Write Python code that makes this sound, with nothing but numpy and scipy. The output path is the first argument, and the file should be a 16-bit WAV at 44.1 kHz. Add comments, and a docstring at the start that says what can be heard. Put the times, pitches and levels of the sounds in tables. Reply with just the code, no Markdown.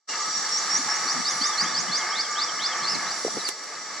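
"""A resonant outdoor rush with a high hiss fades in. A small bird in a leafy tree gives a fast
series of thin rising chirps, joined from 1.4 s by softer arched whistles. The camera is handled:
low rubbing under the song, a few dull knocks from 3.2 s, one sharp click at 3.5 s and a faint
one just after. The background ends quieter."""
import sys
import numpy as np
from scipy import signal
from scipy.fft import rfft, irfft
from scipy.io import wavfile
from scipy.ndimage import uniform_filter1d

SR = 44100
rng = np.random.default_rng(int(sys.argv[2]) if len(sys.argv) > 2 else 0)


def master_out(mix):
    """Clip the mix to full scale and print it as 16-bit PCM to the path in sys.argv[1]."""
    frames = np.transpose(np.atleast_2d(mix))
    ceiling = np.clip(frames, -1, 1)
    pcm = np.round(ceiling * 32767).astype(np.int16)
    wavfile.write(sys.argv[1], SR, pcm)


N = 176400
SIDE = np.array([[1], [-1]])  # opposite polarity left and right
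# Spectrum of the clicks and their haze. Each row: frequency in Hz, density in dB.
CLICK_COLOUR = [(300, -12), (1000, -2), (2500, -5), (4200, 1), (8000, 0), (11000, -10), (15000, -19)]


def undb(db):
    return 10 ** (np.asarray(db) / 20)


def clock():
    return np.arange(N) / SR


def progress(length_s):
    return np.linspace(0, 1, int(length_s * SR))


def unit(x):
    return x / np.sqrt(np.mean(x ** 2))


def pan(left_db):
    return undb(np.array([[left_db], [-left_db]]) / 2)


def add(out, start_s, x):
    i = int(start_s * SR)
    out[..., i:i + x.shape[-1]] += x[..., :N - i]


def curve(rows):
    """Gain over time from (s, dB) points."""
    return undb(np.interp(clock(), *np.array(rows).T))


def noise(points, skirt_db=60):
    """Unit-RMS noise shaped by (Hz, dB) points, falling skirt_db per octave outside them."""
    hz, db = np.array(sorted(points)).T
    octave, knots = np.log2(np.arange(N // 2 + 1) * SR / N + 1e-3), np.log2(hz)
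    outside = abs(octave - np.clip(octave, knots[0], knots[-1]))
    gain_db = np.interp(octave, knots, db) - skirt_db * outside
    return unit(irfft(rfft(rng.standard_normal(N)) * undb(gain_db), N))


def band(hz, width_hz):
    """Unit-RMS noise in one steep resonance."""
    f = np.arange(N // 2 + 1) * SR / N
    return unit(irfft(rfft(rng.standard_normal(N)) / (1 + (2 * (f - hz) / width_hz) ** 2), N))


def walk(rate_hz):
    """Smooth random drift, unit RMS."""
    hold = max(int(SR / rate_hz), 2)
    steps = np.repeat(rng.standard_normal(N // hold + 1), hold)
    return unit(uniform_filter1d(uniform_filter1d(steps, hold), hold)[:N])


def whistle(hz, db, attack_s, release_s, overtone_db=-52, waver=.008, flutter_db=2.6):
    """A nearly pure bird note on a pitch path, unsteady in pitch and level."""
    t = np.arange(len(hz)) / SR
    slip, flutter = (np.interp(t * 350, np.arange(128), r) for r in rng.standard_normal((2, 128)))
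    phase = 2 * np.pi * np.cumsum(hz * (1 + waver * slip)) / SR
    tone = np.sin(phase) + undb(overtone_db) * np.sin(2 * phase)
    envelope = np.clip(t / attack_s, 0, 1) * np.clip((t[-1] - t) / release_s, 0, 1)
    return np.sqrt(2) * envelope * undb(db + flutter_db * flutter) * tone


def chirps(swell_db_per_octave=29, top_fade_db=-9.5):
    """Each chirp swells as it climbs to a knee, then flicks upward and fades."""
    # Each row: start and length in seconds, start, knee and end pitch in Hz, knee place from 0 to 1,
    # climb exponent (over 1 lingers at the start), knee level in dB.
    notes = [(.333, .082, 5600, 5750, 6950, .62, 3, -32), (.508, .096, 5480, 5720, 7250, .69, 5, -26),
             (.692, .099, 5480, 5850, 7250, .76, 2.5, -23.5), (.888, .089, 5440, 5700, 7400, .69, 4, -27.5),
             (1.07, .069, 3950, 4800, 6950, .47, .65, -26.5),
             (1.238, .085, 3850, 4950, 7200, .53, .75, -26),
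             (1.403, .084, 3750, 4950, 7350, .55, .6, -22.5),
             (1.572, .078, 3800, 4800, 7100, .53, .6, -22.5), (1.736, .084, 3850, 4950, 7300, .52, .6, -24),
             (1.91, .087, 4100, 4880, 7300, .57, 1.2, -24), (2.122, .103, 3000, 4850, 6050, .83, 1.3, -24),
             (2.354, .099, 2950, 4950, 6200, .78, 1.15, -24.5),
             (2.596, .086, 3050, 4950, 6350, .78, 1, -24), (2.79, .07, 2950, 3600, 3800, .85, 1.8, -41),
             (2.853, .052, 4100, 5050, 5950, .76, 1.8, -24.5), (3.05, .08, 3100, 4900, 5200, .88, 1, -31.5)]
    out = np.zeros(N)
    for start_s, length_s, low_hz, knee_hz, high_hz, place, bow, db in notes:
        u = progress(length_s)
        climb = np.minimum(u / place, 1) ** bow
        flick = np.maximum(u - place, 0) / (1 - place)
        hz = low_hz + (knee_hz - low_hz) * climb + (high_hz - knee_hz) * flick
        swell_db = swell_db_per_octave * np.minimum(np.log2(hz / knee_hz), 0)
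        add(out, start_s, whistle(hz, db + swell_db + top_fade_db * flick, attack_s=.013, release_s=.004))
    return out


def pips(length_s=.0278, rise=.117):
    """Faint, short rising notes between the chirps."""
    # Each row: start in seconds, start pitch in Hz, level in dB.
    notes = [(.2, 6200, -38.5), (2.095, 5140, -33.5), (2.307, 6530, -37.5), (2.325, 5150, -35.5),
             (2.55, 4960, -39), (2.761, 6330, -40.5), (2.78, 5170, -40)]
    out = np.zeros(N)
    for start_s, low_hz, db in notes:
        hz = low_hz * (1 + rise * progress(length_s))
        add(out, start_s, whistle(hz, db, attack_s=.0034, release_s=.0026))
    return out


def slurs():
    """Hoarse notes that fall ever faster."""
    # Each row: start and length in seconds, start and end pitch in Hz, level in dB, overtone in dB.
    notes = [(.088, .075, 2800, 2700, -44, -30), (1.24, .09, 3850, 3250, -43, -30),
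             (2.824, .024, 4250, 4230, -38, -18), (2.842, .02, 4280, 4100, -29.5, -26),
             (2.87, .11, 2750, 2550, -49, -30), (2.893, .067, 5320, 3850, -28, -26),
             (2.948, .016, 6500, 5700, -34.5, -45), (3.384, .035, 4080, 3750, -38.5, -30),
             (3.444, .038, 4780, 3900, -30, -26)]
    out = np.zeros(N)
    for start_s, length_s, high_hz, low_hz, db, overtone_db in notes:
        hz = high_hz + (low_hz - high_hz) * progress(length_s) ** 2.8
        add(out, start_s, whistle(hz, db, .0043, .0038, overtone_db, waver=.018, flutter_db=3.2))
    return out


def arches(droop=.19, dip_place=.65, dip_width=.13):
    """Soft lower whistles that rise, dip in level after the top, and fall."""
    # Each row: start and length in seconds, top pitch in Hz, level in dB, dip in dB.
    notes = [(1.41, .15, 3650, -40.5, -6), (1.642, .145, 3620, -42, -22), (1.878, .15, 3570, -42.5, -9),
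             (2.115, .155, 3570, -42, -8), (2.352, .158, 3560, -40.5, -12), (2.592, .155, 3520, -38, -6)]
    out = np.zeros(N)
    for start_s, length_s, top_hz, db, dip_db in notes:
        u = progress(length_s)
        hz = top_hz * (1 - droop * abs(2 * u - 1) ** 2.9)
        dip = np.exp(-((u - dip_place) / dip_width) ** 2)
        add(out, start_s, whistle(hz, db + dip_db * dip, .0042, .016, waver=.019, flutter_db=3.2))
    return out


def birdsong(lag_s=8.2e-6, trees_t60_s=.32, trees_db=-6):
    """Near calls reach the two microphones slightly apart; all calls scatter in the trees."""
    near = chirps() + pips() + slurs()
    soft = arches()
    hz = np.arange(N // 2 + 1) * SR / N
    late = irfft(rfft(near) * np.exp(-2j * np.pi * hz * lag_s), N)
    tail = rng.standard_normal((2, N)) * undb(-60 * clock() / trees_t60_s)
    tail /= np.sqrt(np.sum(tail ** 2, axis=1, keepdims=True))
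    scatter = signal.fftconvolve((near + soft)[None], tail, axes=1)[:, :N]
    return np.array([near, late]) * pan(-1.5) + soft + undb(trees_db) * scatter


def knocks(rise_s=.00078, decay_s=.003, body_hz=435, body_decay_s=.0058, body_db=-13.5):
    """Heavily damped knocks on the camera, with a faint body ring."""
    # Each row: start in seconds, ring in Hz, level in dB.
    hits = [(3.2485, 453, -12), (3.2634, 368, -18.5), (3.2793, 686, -21.5), (3.364, 250, -41),
            (3.37, 390, -19.5), (3.3741, 414, -21.5), (3.381, 400, -26), (3.489, 415, -26.5)]
    out, t = np.zeros((2, N)), clock()[:SR // 8]
    blow = np.minimum(t / rise_s, 1) * np.exp(-np.maximum(t - 2 * rise_s, 0) / decay_s)
    body = undb(body_db) * np.exp(-t / body_decay_s) * np.sin(2 * np.pi * body_hz * t)
    for start_s, hz, db in hits:
        add(out, start_s, undb(db) * (body - blow * np.sin(2 * np.pi * hz * t)))
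    return out


def clicks(decay_s=.003, tail_s=.022, tail_db=-20):
    """Sharp handling clicks: bright noise bursts with a faint tail."""
    # Each row: start in seconds, level in dB.
    hits = [(3.4886, -19), (3.6385, -44)]
    out, t = np.zeros((2, N)), clock()[:SR // 8]
    envelope = np.exp(-t / decay_s) + undb(tail_db) * np.exp(-t / tail_s)
    for start_s, db in hits:
        crack = np.array([noise(CLICK_COLOUR)[:len(t)] for _ in range(2)])
        add(out, start_s, undb(db) * pan(-5.3) * crack * envelope)
    return out


def click_haze(rise_s=.008, fall_s=.01, grain_db=2.5):
    """A brief grainy haze of noise that swells into each click and dies away."""
    # Each row: peak time in seconds, level in dB.
    peaks = [(3.487, -32.5), (3.644, -49)]
    t = clock()
    swell = sum(undb(db) * np.exp(-np.maximum((at - t) / rise_s, (t - at) / fall_s)) for at, db in peaks)
    haze = np.array([noise(CLICK_COLOUR), noise(CLICK_COLOUR)])
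    return haze * pan(-3.3) * swell * undb(grain_db * walk(600))


def rubs(width_hz=110, side_db=-1, low_cut_hz=134):
    """Brief soft rubs on the camera body."""
    # Each row: start and length in seconds, centre in Hz, level in dB.
    strokes = [(0.785, 0.04, 268, -40.5), (1.045, 0.04, 295, -41), (1.133, 0.1, 218, -38.5),
               (1.403, 0.04, 255, -40), (1.61, 0.05, 185, -43), (1.874, 0.055, 190, -42.5),
               (2.93, 0.2, 200, -47)]
    out = np.zeros((2, N))
    for start_s, length_s, hz, db in strokes:
        swell = np.sin(np.pi * progress(length_s))
        friction = band(hz, width_hz) + undb(side_db) * SIDE * band(hz, width_hz)
        add(out, start_s, undb(db) * swell * friction[:, :len(swell)])
    return signal.sosfilt(signal.butter(4, low_cut_hz, "high", fs=SR, output="sos"), out)


def rumble(gain_db=-1, flicker_db=4.5):
    """Uneven low handling noise."""
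    # Each row: frequency in Hz, density in dB.
    colour = [(25, -38), (45, -33), (65, -17.5), (90, -19.5), (160, -1.5), (230, 0), (330, -7.5),
              (600, -7.5), (1500, -21)]
    # Each row: time in seconds, relative level in dB.
    levels = [(0.1, -55), (0.95, -48), (0.97, -47), (1.2, -46.5), (1.27, -51), (1.44, -48.5), (1.46, -51.5),
              (1.91, -42), (1.96, -57), (2.08, -53), (2.73, -50.5), (3.05, -44), (3.2, -52), (3.27, -39.5),
              (3.31, -58), (3.37, -41.5), (3.43, -60), (4.0, -60.5)]
    gain = curve(levels) * undb(gain_db - flicker_db * walk(23.42))
    return np.array([noise(colour), noise(colour)]) * gain


def rush(gain_db=-.5, side_db=-21, flicker_db=2.04):
    """A distant resonant rush, nearly centred."""
    # Each row: frequency in Hz, density in dB.
    bass = [(30, -64), (100, -37), (170, -22.5)]
    resonances = [(180, -47), (300, -21.5), (367, -9), (408, -35), (510, -11.5), (583, -24.5), (694, -6.5),
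                  (794, -10), (866, -2), (972, -11), (1020, -11), (1140, 1.5), (1210, -2.5), (1300, -1),
                  (1370, -9.5), (1570, -7.5), (1720, -1.5), (1930, -6.5), (2100, -5), (2200, -5),
                  (2400, -15.5), (2750, -20), (3000, -17), (3900, -107), (6600, -120)]
    # Each row: time in seconds, relative level in dB.
    levels = [(0.1, -37), (0.14, -32), (0.2, -36.5), (0.21, -35), (0.27, -34.5), (0.95, -30.5), (1.6, -35),
              (1.61, -29.5), (1.79, -32.5), (1.9, -32), (2.3, -33.5), (2.75, -34), (3.26, -36.5),
              (3.35, -41), (3.37, -35.5), (3.48, -41), (3.56, -47), (3.63, -41), (3.86, -42.5),
              (4.0, -37.5)]
    colour = list(bass) + list(resonances)[1:-1]
    air = noise(colour, skirt_db=50) + undb(side_db) * SIDE * noise(colour)
    return air * curve(levels) * undb(gain_db + flicker_db * walk(14))


def hiss(top_hz=8020, flicker_db=.19):
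    """A wide high hiss with thin whines from the sides."""
    # Each row: frequency in Hz, density in dB.
    mid_colour = [(1650, -41), (2800, -13), (3070, -15), (3360, -9), (3580, -7.5), (3890, -6.5), (4360, -2),
                  (4610, 2), (5230, -4), (5610, 2.5), (5810, 6.5), (5980, 0), (6240, -9.5), (6640, -3.5),
                  (7330, -1.5), (8030, -13), (8370, -15), (10100, -22.5), (10600, -36), (11500, -42),
                  (15000, -51)]
    side_colour = [(880, -54), (1500, -114), (2040, -51), (2360, -22.5), (3890, -15), (4590, -5),
                   (5300, -26), (5610, 8), (6180, -20), (7350, 4), (8410, -24), (9540, -14), (10600, -6),
                   (11300, -43), (15000, -41)]
    # Each row: time in seconds, relative level in dB.
    levels = [(.1, -33), (.6, -31), (1.5, -33.5), (2.5, -36), (3.3, -34.5), (3.47, -36.5), (3.53, -41.5),
              (3.8, -40), (4, -38)]
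    # Each row: centre in Hz, width in Hz, level in dB.
    side_bands = [(5760, 92, -53), (7440, 130, -57), (7000, 130, -60), (7900, 48, -61), (8100, 38, -51)]
    gain = curve(levels)
    air = (noise(mid_colour) + SIDE * noise(side_colour)) * gain * undb(flicker_db * walk(27))
    air = signal.sosfilt(signal.butter(4, top_hz, fs=SR, output="sos"), air)
    thin = sum(band(hz, width_hz) * undb(db) for hz, width_hz, db in side_bands)
    return air + SIDE * thin * unit(gain)


def sizzle(gain_db=.5, mid_db=.5, flicker_db=2):
    """The flickering top of the hiss."""
    # Each row: frequency in Hz, density in dB.
    colour = [(8300, 5), (9400, 11.5), (10000, 9.5), (10600, 5.5), (11300, -6.5), (14500, -24)]
    # Each row: time in seconds, relative level in dB.
    levels = [(.1, -96), (.55, -57), (.8, -54), (1.6, -57.5), (2.1, -60), (2.7, -64.5), (3.25, -52.5),
              (3.5, -60), (3.6, -63.5), (4, -69)]
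    air = undb(mid_db) * noise(colour, skirt_db=185) + SIDE * noise(colour, skirt_db=202)
    return air * curve(levels) * undb(gain_db + flicker_db * walk(14))


def whines(flicker_db=2):
    """Narrow background bands that swell and fade."""
    # Each row: centre and width in Hz, peak level in dB, peak time and spread in seconds.
    bands = [(860, 45, -50.5, 0.9, 1.2), (1190, 34, -39.5, 1.55, 1.1), (1262, 50, -41, 1.3, 1.0),
             (1282, 18, -41, .23, .12), (1443, 25, -54, 1.8, 1.5), (1715, 60, -48, 1.6, 1.4),
             (2016, 45, -50, 2, 1.5), (2137, 16, -42.5, 2.3, .3), (2190, 110, -43, 2.2, .2),
             (1560, 200, -41.5, 2.2, .25), (4685, 60, -46, 1.6, 1.6), (5526, 45, -47, 1.2, 1.5),
             (5801, 16, -40, .75, .9)]
    out, t = np.zeros(N), clock()
    for hz, width_hz, db, peak_s, spread_s in bands:
        swell = 1 / np.hypot(1, ((t - peak_s) / spread_s) ** 2)
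        out += band(hz, width_hz) * undb(db + flicker_db * walk(9.87)) * swell
    return out


def drone(level_db=-51):
    """Steady low drone of the surroundings."""
    # Each row: frequency in Hz, density in dB.
    colour = [(150, -8), (230, -5.5), (310, 3), (372, -5), (405, 4), (437, 7.5), (520, 1.5), (620, 7.5)]
    return undb(level_db) * noise(colour)


def scene(impact_cut_hz=200):
    """Bird and handling noise over the outdoor background."""
    song = birdsong()
    background = rush() + (hiss() + sizzle()) * pan(-1) + whines() + drone()
    low_cut = signal.butter(3, impact_cut_hz, "high", fs=SR, output="sos")
    handling = rumble() + rubs() + signal.sosfilt(low_cut, knocks() + clicks()) + click_haze()
    return song + handling + background


def record(dry, start_s=.071, fade_s=.023, floor_db=-46, top_hz=15300):
    """Quick fade-in and a steep treble cut."""
    fade = np.clip((clock() - start_s) / fade_s, 0, 1) ** 2
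    low_pass = signal.ellip(8, .2, 70, top_hz, fs=SR, output="sos")
    return signal.sosfilt(low_pass, dry * (fade + undb(floor_db)))


dry = scene()
out = record(dry)
master_out(out)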